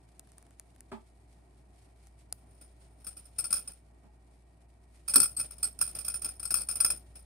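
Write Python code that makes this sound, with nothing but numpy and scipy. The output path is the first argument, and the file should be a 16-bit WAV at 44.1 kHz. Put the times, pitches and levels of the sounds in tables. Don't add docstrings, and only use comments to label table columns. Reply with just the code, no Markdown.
import sys
import numpy as np
from scipy import signal
from scipy.fft import rfft, irfft, next_fast_len
from scipy.io import wavfile
from scipy.ndimage import map_coordinates

SR = 44100
rng = np.random.default_rng(int(sys.argv[2]) if len(sys.argv) > 2 else 0)


def store_pcm(level_fs):
    pcm = np.round(np.clip(level_fs, -1, 1) * 32767).astype(np.int16)
    wavfile.write(sys.argv[1], SR, np.atleast_2d(pcm).T)


N = 319725
SIZE = 8192
T = np.arange(SIZE) / SR
HZ = np.fft.rfftfreq(SIZE, 1 / SR)

# frequency in Hz, width in Hz, gain in dB.
MUFFLED_MODES = [(1375, 140, -15.5), (2520, 130, -18.5), (3330, 90, -26), (4950, 350, -23), (5295, 110, -7),
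                 (6450, 100, -17), (8800, 350, -16), (9195, 90, 0), (10300, 100, -22), (11500, 80, -21),
                 (13100, 95, -11), (14200, 120, -21), (15420, 110, -20)]
OPEN_MODES = [(4486, 22, -8), (8374, 20, 1), (12265, 22, -12)]
# start in seconds, level in dB, left over right in dB, open bell share in dB.
TOY_JOLTS = [(2.613, -44.5, 0, -39), (3.045, -38, -0.5, -26), (3.0679, -26.5, 4, -21.5),
             (3.1677, -39, -2.5, -35), (3.2555, -50, 3.5, -28.5), (3.3852, -18.5, 5.5, -16),
             (3.4416, -21.5, 2.5, -20), (3.5059, -22.5, 4.5, -18), (3.5274, -9.5, 2, -23.5),
             (3.5673, -23, -1.5, -26), (3.677, -30, -2, -36), (5.0809, -17, -4, -30),
             (5.0974, -23.5, -2, -14), (5.1392, -9, 5, -21), (5.1577, 0, -0.5, -21), (5.2021, -7, 6.5, -14),
             (5.2295, -11.5, -2.5, -45), (5.3677, -26, 4, -5), (5.3976, -16.5, -0.5, -27),
             (5.5089, -34.5, 1.5, -34), (5.5827, -41.5, 0.5, -31), (5.6301, -15.5, -3, -13.5),
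             (5.7897, -31.5, -8.5, -31), (5.8127, -8.5, -4.5, -29), (5.875, -26.5, 0.5, -23),
             (5.9504, -25, 2, -32), (5.9888, -26.5, -8, -31), (6.0477, -22, -2.5, -36),
             (6.0811, -18.5, 0.5, -37), (6.1409, -20.5, -1, -31), (6.2188, -25.5, -3, -26),
             (6.2457, -20, 1, -39), (6.2891, -28.5, 0.5, -29), (6.3974, -34.5, 2, -21),
             (6.4298, -27.5, 2.5, -27), (6.4547, -26.5, 4.5, -10.5), (6.5056, -17.5, 3.5, -24),
             (6.541, -8, 6.5, -33), (6.57, -25.5, 7.0, -10), (6.6069, -27.5, 1.5, -17),
             (6.6867, -18.5, 6, -27), (6.713, -25.5, 1.5, -36), (6.7562, -20.5, -1, -45),
             (6.8029, -11, 3, -22), (6.8468, -9, -0.5, -46), (6.8781, -30, 2, -35.5),
             (6.9022, -14, 2.5, -39.5), (7.1566, -37.5, 4, -39)]


def amp(db):
    return 10 ** (np.asarray(db) / 20)


def unit(x):
    return x / np.sqrt(np.mean(x ** 2) + 1e-20)


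def along(points, hz):
    f, v = np.transpose(points)
    return np.interp(np.log(hz + 1), np.log(f + 1), v)


def level(rows):
    s, db = np.transpose(rows)
    return amp(np.interp(np.arange(N) / SR, s, db))


def wobble(rate_hz):
    knots = rng.standard_normal(int(N * rate_hz / SR) + 4)
    return map_coordinates(knots, [np.arange(N) * rate_hz / SR])


def filtered(x, response):
    m = next_fast_len(N + SR // 2)
    return irfft(rfft(x, m) * response(np.fft.rfftfreq(m, 1 / SR)), m)[..., :N]


def modes(table, hz):
    return sum(amp(db) * 1j * hz * w / (c * c - hz * hz + 1j * hz * w) for c, w, db in table)


def add(track, s, sound):
    part = track[:, round(s * SR):][:, :SIZE]
    fade = (1 - (T / T[-1]) ** 2) ** 2
    part += (sound * fade)[..., :part.shape[1]]


def placed(spectrum, peak_db, pan_db, lag_s):
    side = np.array([[.5], [-.5]])
    delay_s = side * lag_s + abs(lag_s)
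    pair = irfft(spectrum * np.exp(-2j * np.pi * HZ * delay_s)) * amp(side * pan_db)
    return amp(peak_db) * pair / np.abs(pair).max()


def noise(spectrum):
    # frequency in Hz, left-right correlation.
    likeness = [(60, 1), (180, 0.91), (400, 0.65), (900, 0.13), (5000, 0.19)]

    def response(hz):
        angle = np.arccos(np.clip(along(likeness, hz), -1, 1)) / 2
        return amp(along(spectrum, hz)) * [np.cos(angle), np.sin(angle)]

    mid, side = filtered(rng.standard_normal((2, N)), response)
    return unit(np.array([mid + side, mid - side]))


def skitter(length_s, rate_hz):
    touches = (rng.random(SIZE) < rate_hz / SR) * rng.standard_normal(SIZE)
    touches[0] = 1
    age = T / max(length_s, 1e-4)
    force = rfft(touches * (age + 0.14) * np.exp(-age))
    return force / np.std(force)


def struck(table, force, damping=1, scatter_db=2, spread_rad=0, detune=0):
    shift, size, phase = rng.standard_normal((3, len(table)))
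    shapes = np.array([modes([(c * (1 + detune * z), w * damping, db)], HZ)
                       for (c, w, db), z in zip(table, shift)])
    rings = shapes * force
    share = np.linalg.norm(shapes, axis=1) / np.linalg.norm(rings, axis=1)
    radiation = np.exp(1j * spread_rad * np.outer([.5, -.5], phase))
    return (radiation * share * amp(scatter_db * size)) @ rings


def appliance(rumble_db=-66, whir_db=-77, drift=.4):
    # frequency in Hz, level in dB.
    hum_lines = [(59, -55), (1880, -87.5), (2270, -89.5)]
    rumble_spectrum = [(20, -11), (42, -9.5), (57, 4.5), (72, -12), (100, 6.5), (140, -14), (300, -22),
                       (1000, -56)]
    # time in seconds, gain in dB.
    gain_creep = [(0, -8), (1, -5.5), (3, -3), (4.6, -5.5), (5.5, 0), (7.25, 0)]
    # frequency in Hz, width in Hz, gain in dB.
    fan_modes = [(650, 120, -2.5), (1890, 110, -12), (2280, 142, -10)]
    hum = np.zeros(N)
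    for line_hz, db in hum_lines:
        pitch_hz = line_hz + drift * np.sqrt(line_hz / 60) * wobble(14)
        hum += amp(db) * unit(np.sin(2 * np.pi * np.cumsum(pitch_hz) / SR))
    air = rng.standard_normal((2, N))
    whir = unit(filtered(air, lambda hz: modes(fan_modes, hz) / (1 + (hz / 3000) ** 4)))
    return level(gain_creep) * (hum + amp(rumble_db) * noise(rumble_spectrum)) + amp(whir_db) * whir


def carpet_rub(gain_db=1):
    # frequency in Hz, density in dB.
    carpet_spectrum = [(59, -47.5), (100, 2), (219, -8), (259, -6), (335, -7.5), (370, -6), (521, -19),
                       (693, -8.5), (1120, -20.5), (1880, -29), (3000, -35), (3900, -75), (6600, -120)]
    # time in seconds, level in dB.
    shifting = [(0, -66), (1.2, -66.5), (1.45, -65), (1.8, -65.5), (3.85, -67), (4.1, -64.5), (4.4, -68),
                (6.76, -63.5), (7.25, -65)]
    return noise(carpet_spectrum) * level(shifting) * amp(gain_db + wobble(16))


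def fur_brush(rest_db=-77.5):
    # frequency in Hz, density in dB.
    hiss_spectrum = [(700, -24.5), (1200, -10), (1600, -9), (2200, -5), (2800, -8), (4200, -7), (7500, -7),
                     (8800, -10), (11000, -2.5), (12300, -19), (13500, -31)]
    # middle in seconds, level in dB, half length in seconds.
    strokes = [(.3, -77.5, 1), (1.31, -71.5, 0.025), (1.806, -70.5, 0.055), (2.048, -71, 0.052),
               (2.206, -67.5, 0.022), (4.975, -69, 0.038)]
    t = np.arange(N) / SR
    power = sum(amp(db) ** 2 * np.exp(-((t - s) / half_s) ** 2) for s, db, half_s in strokes)
    sliding = np.sqrt(amp(rest_db) ** 2 + power)
    return noise(hiss_spectrum) * sliding * amp(2.3 * wobble(57) + 1.63 * wobble(290))


def snags(decay_s=.0005, tug_db=-43, tug_growth=0.29):
    # start in seconds, peak in dB.
    slips = [(0.1952, -29), (0.273, -50), (0.319, -41.5), (0.3821, -36), (0.4264, -42), (0.4664, -49),
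             (0.508, -49), (0.5974, -27), (0.762, -47), (0.8067, -29), (2.0708, -42), (2.3261, -13)]
    # frequency in Hz, width in Hz, gain in dB.
    claw_modes = [(744, 220, -4), (1670, 1100, -5), (4650, 1000, -7.5), (6900, 1900, 5.5), (9670, 340, 10),
                  (10300, 1550, 7), (13000, 1500, -15)]
    tug_modes = [(710, 160, 4), (1390, 600, 4), (2340, 920, -10)]
    out = np.zeros((2, N))
    for s, db in slips:
        snap = rfft(rng.standard_normal(SIZE) * np.exp(-T / decay_s))
        add(out, s, placed(snap * modes(claw_modes, HZ), db, pan_db=2.5, lag_s=.00003))
        tap = skitter(.001, rate_hz=8000) * modes(tug_modes, HZ) / (1 + 1j * HZ / 2500)
        add(out, s, placed(tap, tug_db + tug_growth * db, pan_db=-3.5, lag_s=0))
    return out


def bumps(scuff_db=-35, scuff_top_hz=10000, scuff_soft_hz=6000):
    # start in seconds, peak in dB, push time in seconds, softness corner in Hz.
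    pushes = [(0.916, -33, 0.0061, 2240), (4.029, -54.5, 0.016, 700), (5.157, -29.5, 0.0079, 300)]
    # frequency in Hz, width in Hz, gain in dB.
    board_modes = [(150, 80, -13), (240, 86, -4.5), (389, 50, -3.5), (596, 44, -8.5), (836, 50, -6)]
    out = np.zeros((2, N))
    for s, db, push_s, soft_hz in pushes:
        board = struck(board_modes, skitter(push_s * 1.02, rate_hz=4900)) / (1 + 1j * HZ / soft_hz)
        scuff = amp(scuff_db) * skitter(push_s, rate_hz=22000)
        scuff /= (1 + (HZ / scuff_top_hz) ** 6) * (1 + 1j * HZ / scuff_soft_hz)
        add(out, s, placed(board + scuff, db, pan_db=-0.5, lag_s=.0001))
    return out


def agitation(s, db, rise_s=.001, settle_s=0.027, roll_s=0.048, roll_db=-42.5, growth=0.71):
    t = np.arange(N) / SR - s
    near = (t > -.1) & (t < .7)
    before, after = np.minimum(t[near], 0), np.maximum(t[near], 0)
    decay = np.exp(-after / settle_s) + amp(roll_db) * np.exp(-after / roll_s)
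    out = np.zeros(N)
    out[near] = np.exp(before / rise_s) * decay
    return amp(growth * db) * out


def shaking(grip_db=-58, swing_db=6):
    # start in seconds, end in seconds.
    grips = [(2.33, 3.6), (5.05, 12)]
    power = np.array([agitation(s, db) ** 2 for s, db, _, _ in TOY_JOLTS])
    _, _, pan_db, share_db = np.transpose(TOY_JOLTS)
    sides = amp(np.outer([.5, -.5], pan_db))
    t = np.arange(N) / SR
    gripped = sum((t > start) & (t < end) for start, end in grips)
    tremble = gripped * amp(grip_db + swing_db * wobble(22))
    muffled_shake = np.sqrt(sides ** 2 @ power + tremble ** 2)
    open_shake = np.sqrt((sides * amp(share_db)) ** 2 @ power)
    return muffled_shake, open_shake


def rattle(muffled_shake, open_shake, muffled_db=-23, open_db=-15, click_db=-44,
           rate_hz=1100, clump_db=6, stereo_width=2.2, damping=0.91):
    clumps = amp(clump_db * np.tanh(wobble(200)))
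    force = rng.uniform(-1, 1, N) + stereo_width * rng.uniform(-1, 1, (2, N))
    taps = (rng.random(N) < rate_hz / SR) * clumps * force
    shell = [(hz, w * damping, db) for hz, w, db in MUFFLED_MODES]
    muffled = unit(filtered(taps, lambda hz: modes(shell, hz) + amp(click_db)))
    ringing = unit(filtered(taps, lambda hz: modes(OPEN_MODES, hz)))
    return amp(muffled_db) * muffled_shake * muffled + amp(open_db) * open_shake * ringing


def plush(shake, gain_db=-46, growth=0.52):
    cloth = noise([(50, -4), (150, -1.5), (400, -8), (620, -4), (1100, -16.5), (2500, -14),
                   (11000, -17.5), (14000, -46)])
    unevenness = amp(3.2 * wobble(60))
    return cloth * shake ** growth * amp(gain_db) * unevenness


def bells(share_db, open_db=18, click_db=-44, free_db=5, contact_s=.0019, spread_rad=1.76):
    force = skitter(contact_s, rate_hz=12000)
    choked_ring = struck(MUFFLED_MODES, force, damping=1.4, spread_rad=spread_rad)
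    free_ring = struck(MUFFLED_MODES, force, damping=.18, spread_rad=spread_rad, detune=.003)
    open_ring = amp(share_db + open_db) * struck(OPEN_MODES, force, spread_rad=spread_rad)
    return choked_ring + amp(free_db) * free_ring + open_ring + amp(click_db) * force


def strikes(gain_db=-4, hits=3, mean_flight_s=0.013, loss_db=8):
    out = np.zeros((2, N))
    for s, db, pan_db, share_db in TOY_JOLTS:
        for flight_s in mean_flight_s * rng.uniform(.5, 1.5, hits):
            add(out, s, placed(bells(share_db), db + gain_db, pan_db, lag_s=0))
            s += flight_s
            db = min(db - loss_db, -15)
    return out


def room(x, onset_s=0.0051):
    # frequency in Hz, 60 dB decay time in seconds.
    decay_times = [(200, 0.22), (1500, 0.19), (9000, 0.21), (15000, 0.33)]
    hz, t, spectra = signal.stft(rng.standard_normal((2, SR // 2)), SR, nperseg=256)
    decay = amp(-60 * t / along(decay_times, hz)[:, None])
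    tail = signal.istft(spectra * decay, SR, nperseg=256)[1]
    tail *= 1 - np.exp(-np.arange(tail.shape[1]) / SR / onset_s)
    return signal.fftconvolve(x, tail / np.linalg.norm(tail[0]), axes=1)[:, :N]


def scene():
    muffled_shake, open_shake = shaking()
    jingle = strikes() + rattle(muffled_shake, open_shake)
    ticks, thuds = snags(), bumps()
    echo = room(amp(-18) * jingle + amp(-28) * ticks + amp(1) * thuds)
    rustle = plush(muffled_shake) + carpet_rub() + fur_brush()
    return jingle + ticks + thuds + echo + rustle + appliance()


def record(dry):
    # frequency in Hz, gain in dB.
    treble_colour = [(2000, 0), (3800, -1), (4500, -.5), (5300, -1), (5900, -4), (7600, -2), (8400, 6),
                     (9200, 7), (9700, -2), (11000, -6), (12300, 0), (13100, 1), (14800, -7), (15500, -3),
                     (16300, -30)]
    ceiling, top_hz = .8, 16200
    coloured = filtered(dry, lambda hz: amp(along(treble_colour, hz)))
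    rounded = coloured / (1 + (coloured / ceiling) ** 4) ** .25
    return filtered(rounded, lambda hz: hz < top_hz)


dry = scene()
out = record(dry)
store_pcm(out)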